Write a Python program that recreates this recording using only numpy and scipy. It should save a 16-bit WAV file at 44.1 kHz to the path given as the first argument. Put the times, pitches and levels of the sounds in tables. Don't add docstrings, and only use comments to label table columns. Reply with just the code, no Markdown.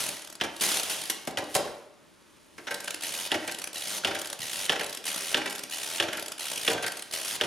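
import sys
import numpy as np
from scipy import signal
from scipy.fft import rfft, irfft, next_fast_len
from scipy.io import wavfile
from scipy.ndimage import uniform_filter1d, map_coordinates

SR = 44100
rng = np.random.default_rng(int(sys.argv[2]) if len(sys.argv) > 2 else 0)


def waveform_to_disk(signal):
    frames = np.transpose(np.atleast_2d(signal))
    scaled = np.clip(frames, -1, 1) * 32767
    samples = np.round(scaled).astype(np.int16)
    wavfile.write(sys.argv[1], SR, samples)


N = 328986
FFT_SIZE = next_fast_len(N + SR)
HZ = np.fft.rfftfreq(FFT_SIZE, 1 / SR)
TIME = np.arange(N) / SR
AGE = np.arange(SR // 8) / SR

# time in seconds, level in dB, extra thud in dB.
THROWS = [(0.411, -11.5, -1.5), (3.3168, -10, 0.5), (4.0469, -10, -0.5), (4.6946, -9, -1.5),
          (5.3438, -9, -1.5), (5.9994, -9.5, -2.5), (6.677, -9.5, -1), (7.4109, -10, -1)]
HARDEST_DB = max(db for _, db, _ in THROWS)
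# time in seconds, level in dB.
LINKAGE_CLACKS = [(3.407, -35), (3.425, -32), (3.44, -31), (3.478, -18), (3.492, -23.5), (4.11, -18),
                  (4.148, -19), (4.162, -21), (4.757, -18), (4.794, -18.5), (4.809, -16.5), (5.414, -21.5),
                  (5.457, -18), (5.473, -20), (6.082, -18), (6.127, -21), (6.145, -25), (6.177, -25),
                  (6.777, -21.5), (6.828, -19), (6.84, -16.5), (6.877, -23.5)]
# first tooth, trip lever, last tooth in seconds, first and last dB.
RATCHET_RUNS = [(3.021, 3.137, 3.27, -36, -37.5), (3.743, 3.871, 3.98, -37.5, -36),
                (4.403, 4.53, 4.66, -38, -34.5), (5.053, 5.176, 5.325, -34.5, -36.5),
                (5.709, 5.831, 5.98, -37.5, -35.5), (6.393, 6.515, 6.73, -37, -34.5),
                (7.124, 7.247, 7.36, -37, -35)]
# start and end in seconds, first and last level in dB.
WHEEL_RASPS = [(0.609, 0.805, -30, -37), (0.805, 0.895, -43.5, -41), (0.896, 1.02, -32.5, -50)]
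# frequency in Hz, relative level in dB.
STEEL_SPECTRUM = [(35, -72), (90, -13), (300, -10), (750, -3.5), (1200, -6), (2000, -2), (3200, 2.5),
                  (4500, -1), (6500, -0.5), (7900, -4), (9500, 1), (11300, -2.5), (13500, -12),
                  (16000, -21)]
TICK_SPECTRUM = [(35, -54), (80, -15), (300, -5.5), (1200, -5.5), (2000, -3), (3200, 0.5), (7500, -3),
                 (11000, -0.5), (13000, -11.5), (16000, -22.5)]


def amp(db):
    return 10 ** (np.asarray(db) / 20)


def unit(x):
    return x / np.sqrt(np.mean(x ** 2) + 1e-20)


def along(points, hz):
    freqs, values = np.transpose(points)
    return np.interp(np.log(hz + 1), np.log(freqs + 1), values)


def level(rows, t):
    s, db = np.transpose(rows)
    return amp(np.interp(t, s, db)) * (t >= s[0]) * (t <= s[-1])


def filtered(x, response):
    return irfft(rfft(x, FFT_SIZE) * response, FFT_SIZE)[..., :N]


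def coloured(x, spectrum):
    gain = unit(amp(along(spectrum, HZ)))
    cepstrum = irfft(np.log(gain + 1e-6), FFT_SIZE)
    cepstrum[1:FFT_SIZE // 2] *= 2
    cepstrum[FFT_SIZE // 2 + 1:] = 0
    return filtered(x, np.exp(rfft(cepstrum)))


def add(track, s, sound):
    part = track[..., max(round(s * SR), 0):][..., :sound.shape[-1]]
    part += sound[..., :part.shape[-1]]


def burst(rise, t60):
    shape = (1 - np.exp(-AGE / rise)) * amp(-60 * AGE / t60)
    return shape / shape.max() * rng.standard_normal((2, len(AGE)))


def chatter(spread, t60, count):
    out = np.zeros((2, len(AGE)))
    for touch in (np.arange(count) + rng.uniform(0, 1, count)) / count:
        add(out, touch * spread, rng.uniform(0.73, 1) * burst(rise=0.000092, t60=t60))
    add(out, rng.uniform(.0001, .0006), rng.choice([-.4, .4]) * out)
    return out / np.sqrt(count)


def ring(modes, detune, rise):
    tone = sum(amp(db - 60 * AGE / t60) * np.sin(2 * np.pi * hz * rng.normal(1, detune) * AGE)
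               for hz, db, t60 in modes)
    return tone * (1 - np.exp(-(AGE / rise) ** 2))


def heavy_contacts():
    # delay in seconds; level, thud, treble in dB re the throw.
    impact = [(-.012, -17, -33.5, -48), (0, 0, -13.5, -29), (.025, -5.5, -20, -31.5),
              (.034, -13.5, -18, -34.5)]
    # time in seconds; level, thud and treble in dB.
    levers = [(1.1003, -23, -41, -29.5), (1.273, -25, -25.5, -38), (1.372, -13.5, -30.5, -43),
              (1.383, -21, -28.5, -39.5), (1.422, -48, -32, -54), (1.5507, -23, -18.5, -24.5),
              (1.588, -33, -25.5, -46), (1.612, -42, -36, -57), (1.651, -44, -32.5, -52),
              (1.675, -37, -45, -55), (2.58, -32, -40, -53.5), (2.591, -39, -49, -66),
              (2.6697, -20.5, -39, -50), (2.678, -23.5, -39, -58), (2.7084, -26, -32.5, -39.5),
              (2.715, -24, -37, -50), (2.8755, -20, -36.5, -45), (6.714, -31, -30.5, -45),
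              (6.744, -36, -28.5, -54), (6.864, -21.5, -44, -34)]
    carriage = [(s + delay, db + hit_db, db + weight_db + thud_db, db + treble_db)
                for s, db, weight_db in THROWS for delay, hit_db, thud_db, treble_db in impact]
    linkage = [(s, db, db - 16.5, db - 30) for s, db in LINKAGE_CLACKS]
    return carriage + linkage + levers


def knocks():
    # frequency in Hz, relative level in dB.
    snap_spectrum = [(60, -60), (300, -29), (2500, -6), (4700, 14), (7500, 11), (9800, 15), (12500, 5),
                     (16000, 0)]
    clank_spectrum = [(500, -30), (1150, -9), (1650, 0), (2200, -5), (3100, 0), (4000, -6.5), (5400, -9),
                      (7500, -20), (14000, -59)]
    clack_spectrum = [(60, -49), (500, -13), (1100, -12), (1550, 2), (2000, -0.5), (2700, -3), (4200, -9),
                      (7000, -14), (14000, -84)]
    thud_spectrum = [(30, -85), (70, -11.5), (125, -7), (220, -6.5), (320, 1), (600, 1.5), (850, 1),
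                     (1100, -5.5), (2000, -22.5), (6000, -54)]
    snap, crack, clank, clack, thud = np.zeros((5, 2, N))
    for s, db, thud_db, treble_db in heavy_contacts():
        hardness = amp(db - HARDEST_DB)
        add(snap, s, amp(treble_db + 13 * hardness) * burst(rise=.0001, t60=0.005))
        add(crack, s, amp(treble_db + 5.5) * burst(rise=0.00018, t60=0.06))
        add(clank, s + 0.001193, hardness * amp(db - 13) * burst(rise=.0015, t60=.05))
        add(clack, s, (1 - hardness) * amp(db - 5.5) * chatter(spread=0.007, t60=0.038, count=4))
        add(thud, s + 0.0012, amp(thud_db - 5.5) * burst(rise=0.0024, t60=0.069))
    thud[1] *= amp(-9.5)
    return (coloured(snap, snap_spectrum) + coloured(crack, TICK_SPECTRUM)
            + coloured(clank, clank_spectrum) + coloured(clack, clack_spectrum)
            + coloured(thud, thud_spectrum))


def carriage_stop():
    # a mode's frequency in Hz, level in dB, seconds to fall 60 dB.
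    stop_modes = [(3165, 8.5, 0.0065), (2930, 3.5, 0.0076), (3360, -12.5, 0.014), (1750, -9.5, 0.017)]
    track = np.zeros((2, N))
    for s, db, *_ in heavy_contacts():
        hardness = amp(db - HARDEST_DB)
        ping = ring(stop_modes, detune=.006, rise=.001)
        add(track[0], s + 0.0005, hardness ** 1.4 * amp(db + 3.6) * ping)
    return track


def tooth_times(start, trip, last):
    tooth_gaps = [(0, 1), (2, .78), (3, 1.03), (5, 1), (6, 1.25), (8, 1.35), (9, .92), (10, 1.38),
                  (11, 1.03), (20, .88)]
    tooth_count, trip_tooth = 22, 9
    gaps = np.interp(np.arange(tooth_count - 1), *np.transpose(tooth_gaps))
    progress = np.append(0, np.cumsum(gaps))
    return np.interp(progress, progress[[0, trip_tooth, -1]], [start, trip, last])


def ratchet():
    rasp_teeth_per_s = 170
    track, teeth = np.zeros((2, N)), []
    for start, trip, last, first_db, last_db in RATCHET_RUNS:
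        times = tooth_times(start, trip, last)
        levels_db = np.linspace(first_db, last_db, len(times))
        levels_db[0] -= 1
        teeth += zip(times, levels_db)
    for start, end, first_db, last_db in WHEEL_RASPS:
        count = round((end - start) * rasp_teeth_per_s)
        teeth += zip(np.linspace(start, end, count), np.linspace(first_db, last_db, count))
    for s, db in teeth:
        strength = amp(db + 7.5 + rng.normal(0, 1.3))
        add(track, s, strength * chatter(spread=.005, t60=.024, count=7))
    return coloured(track, STEEL_SPECTRUM)


def light_contacts():
    # start and end in seconds, first and last level in dB.
    carries = [(0.012, 0.088, -23, -17), (0.167, 0.352, -31.5, -30), (0.609, 0.796, -16.5, -16.5)]
    # time in seconds, level in dB.
    drops = [(0.564, -30.5), (0.598, -26), (0.618, -15.5), (0.8314, -16), (1.0152, -22), (1.036, -23),
             (1.055, -25), (1.0978, -13.5), (1.2504, -35), (1.3086, -33.5), (1.44, -32), (1.543, -22),
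             (1.563, -15.5), (2.7425, -19.5), (2.8031, -26), (2.8428, -25), (2.856, -32), (2.878, -25.5),
             (2.906, -19), (2.9432, -21.5), (3.034, -26), (3.476, -21.5), (3.513, -25), (3.52, -24),
             (3.545, -24.5), (3.585, -24), (3.595, -28), (3.617, -23.5), (3.64, -20), (3.672, -23),
             (4.147, -25), (4.153, -28), (4.187, -25), (4.194, -24), (4.215, -21), (4.246, -27),
             (4.256, -25), (4.272, -24), (4.299, -23), (4.328, -21.5), (4.794, -23.5), (4.81, -27),
             (4.832, -25), (4.842, -23), (4.863, -25), (4.894, -24.5), (4.905, -31), (4.927, -24),
             (4.947, -24), (4.972, -24), (5.065, -22.5), (5.082, -21), (5.459, -24), (5.497, -23),
             (5.506, -25.5), (5.524, -23), (5.55, -25), (5.557, -27.5), (5.58, -27), (5.591, -24.5),
             (5.635, -22.5), (6.13, -23), (6.171, -22.5), (6.195, -23), (6.224, -21.5), (6.26, -24.5),
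             (6.281, -25), (6.319, -22), (6.408, -29), (6.825, -24.5), (6.831, -24), (6.879, -22.5),
             (6.919, -24.5), (6.97, -25.5), (6.993, -25.5), (7.022, -25), (7.135, -18)]
    carry_step_s, ticks = .026, []
    for first, last, first_db, last_db in carries:
        wheels = round((last - first) / carry_step_s) + 1
        ticks += zip(np.linspace(first, last, wheels), np.linspace(first_db, last_db, wheels))
    for start, trip, _, first_db, last_db in RATCHET_RUNS:
        ticks.append((start - 0.013, -28))
        ticks.append((trip, (first_db + last_db) / 2 + 13))
    return ticks + drops


def pawls():
    # a mode's frequency in Hz, level in dB, seconds to fall 60 dB.
    pawl_modes = [(1940, -2, 0.027), (2900, 1.5, 0.026), (3200, -12, 0.0087), (4080, 0, 0.042)]
    ticks = np.zeros((2, N))
    for s, db in light_contacts():
        add(ticks, s - .0005, amp(db - 5) * chatter(spread=.0038, t60=.021, count=5))
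    track = coloured(ticks, TICK_SPECTRUM)
    for start, trip, last, *_ in RATCHET_RUNS:
        for s in tooth_times(start, trip, last)[1:3]:
            add(track[0], s, amp(-32.5) * ring(pawl_modes, detune=0.036, rise=0.0013))
    return track


def latch():
    # time of a blow in seconds, level in dB.
    blows = [(2.671, -36), (2.683, -33), (2.709, -25.5), (2.717, -29.5), (2.875, -32.5)]
    # a mode's frequency in Hz, level in dB, seconds to fall 60 dB.
    latch_modes = [(1380, -4, .025), (1588, -2, .065), (1911, 0, .028), (2164, -5, .04), (2740, -10, .05)]
    shakes = [(s, db - 18.5) for s, db in LINKAGE_CLACKS]
    track = np.zeros((2, N))
    for s, db in blows + shakes:
        add(track[0], s, amp(db) * ring(latch_modes, detune=.022, rise=.0015))
    return track


def sliding_steel():
    # time in seconds, level in dB.
    rubbing = [(0, -29.5), (.1, -40), (.16, -42), (.38, -69), (.58, -48), (1.07, -42), (1.2, -47.5),
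               (1.35, -66), (1.56, -42.5), (1.9, -68.5), (2.56, -62.5), (2.68, -54), (2.8, -49.5),
               (3.01, -53)]
    # seconds after the last tooth, level in dB.
    coasting = [(0.01, -53), (0.2, -47.5), (0.42, -57)]
    roughness_db = 2 * unit(uniform_filter1d(rng.standard_normal(N), size=90))
    grit = unit(amp(roughness_db) * rng.standard_normal((2, N)))
    mesh = sum(level([(start, first_db), (end, last_db)], TIME)
               for start, *_, end, first_db, last_db in RATCHET_RUNS + WHEEL_RASPS)
    coast = sum(level(coasting, TIME - last) for _, _, last, *_ in RATCHET_RUNS)
    slide = level(rubbing, TIME) + coast
    return coloured(grit * (amp(-6.5) * mesh + amp(-1) * slide), STEEL_SPECTRUM)


def feet():
    # time of a push in seconds, level in dB.
    pushes = [(1.275, -44), (1.552, -39), (2.553, -59), (4.392, -48)]
    track = np.zeros((2, N))
    for s, db in pushes:
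        add(track, s, amp(db) * burst(rise=0.007, t60=0.042))
    return coloured(track, [(25, -33), (70, -2.5), (130, 6.5), (190, -3.5), (400, -14.5), (1500, -56)])


def casing(works):
    # a resonance's frequency in Hz, width in Hz, level in dB.
    resonances = [(195, 22, -1), (265, 26, -6), (322, 26, 0), (395, 16, -2), (457, 16, -5), (578, 20, 1),
                  (616, 24, -7), (776, 28, -7), (895, 14, -1), (1561, 20, -3), (1351, 48, -7),
                  (1908, 45, -6), (2497, 30, -7), (2938, 60, -9)]
    scatter_db, changes_per_s = 3, 9
    mid, side = works
    shell = np.zeros(len(HZ), complex)
    for hz, width, db in resonances:
        places = rng.standard_normal(N * changes_per_s // SR + 4)
        wander = map_coordinates(places, [TIME * changes_per_s], order=1)
        resonator = 1j * HZ * width / (hz * hz - HZ * HZ + 1j * HZ * width)
        shell += rfft(mid * amp(db + scatter_db * wander), FFT_SIZE) * resonator
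    return np.array([mid + irfft(shell, FFT_SIZE)[:N], side])


def reflections(direct):
    # frequency in Hz, strength of the walls' answer in dB.
    wall_gains = [(100, -5.5), (600, -3.5), (2000, -8.5), (5000, -7.5), (12000, -8.5)]
    # frequency in Hz, seconds for the room to fall 60 dB.
    decay_times = [(100, 0.45), (500, 0.7), (1500, 0.68), (5000, 0.5), (10000, 0.2), (16000, 0.2)]
    sent = filtered(direct, amp(along(wall_gains, HZ)))
    out, block, delay_s = np.zeros((2, N)), SR // 3, .008
    for start in range(0, N, block):
        hz, t, noise = signal.stft(rng.standard_normal((2, SR * 3 // 4)), SR, nperseg=256)
        decay = amp(-60 * t / along(decay_times, hz)[:, None])
        _, tail = signal.istft(noise * decay, SR, nperseg=256)
        tail /= np.linalg.norm(tail[0])
        add(out, start / SR + delay_s, signal.fftconvolve(sent[:, start:start + block], tail, axes=1))
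    return out


def room_tone():
    # frequency in Hz, relative level in dB.
    air_spectrum = [(15, -56), (25, -15), (317, 1), (476, -7.5), (607, -3), (734, -16), (863, -6.5),
                    (1190, -7.5), (6920, -20.5), (14400, -44), (16000, -83)]
    return amp(-60.5) * coloured(rng.standard_normal((2, N)), air_spectrum)


def scene():
    # frequency in Hz, gain of the side signal in dB.
    side_gains = [(30, 0), (70, -1), (130, -1), (250, -0.5), (1000, -4.5), (3000, -10.5), (8000, -10),
                  (13000, -6)]
    machine = casing(knocks() + latch() + pawls() + ratchet() + sliding_steel() + feet())
    ping = carriage_stop()
    walls = reflections(machine + amp(-7.5) * ping)
    mid, side = machine + ping + walls + room_tone()
    side = filtered(side, amp(along(side_gains, HZ)))
    return np.array([mid + side, mid - side])


def record(dry):
    # frequency in Hz, left minus right in dB.
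    balance = [(60, 4.5), (150, 1), (380, 0.5), (950, 0.5), (2380, -1.5), (5980, 0.0), (15000, 2.0)]
    # frequency in Hz, radians by which the left leads.
    phase_lead = [(60, 0.3), (500, -0.2), (1000, -0.54), (3000, 0.3), (10000, 0.23)]
    top_hz = 15900
    left_port = amp(along(balance, HZ) / 2) * np.exp(1j * along(phase_lead, HZ) / 2)
    low_pass = 1 / np.sqrt(1 + (HZ / top_hz) ** 160)
    return filtered(dry, np.array([left_port, 1 / left_port]) * low_pass)


dry = scene()
out = record(dry)
waveform_to_disk(out)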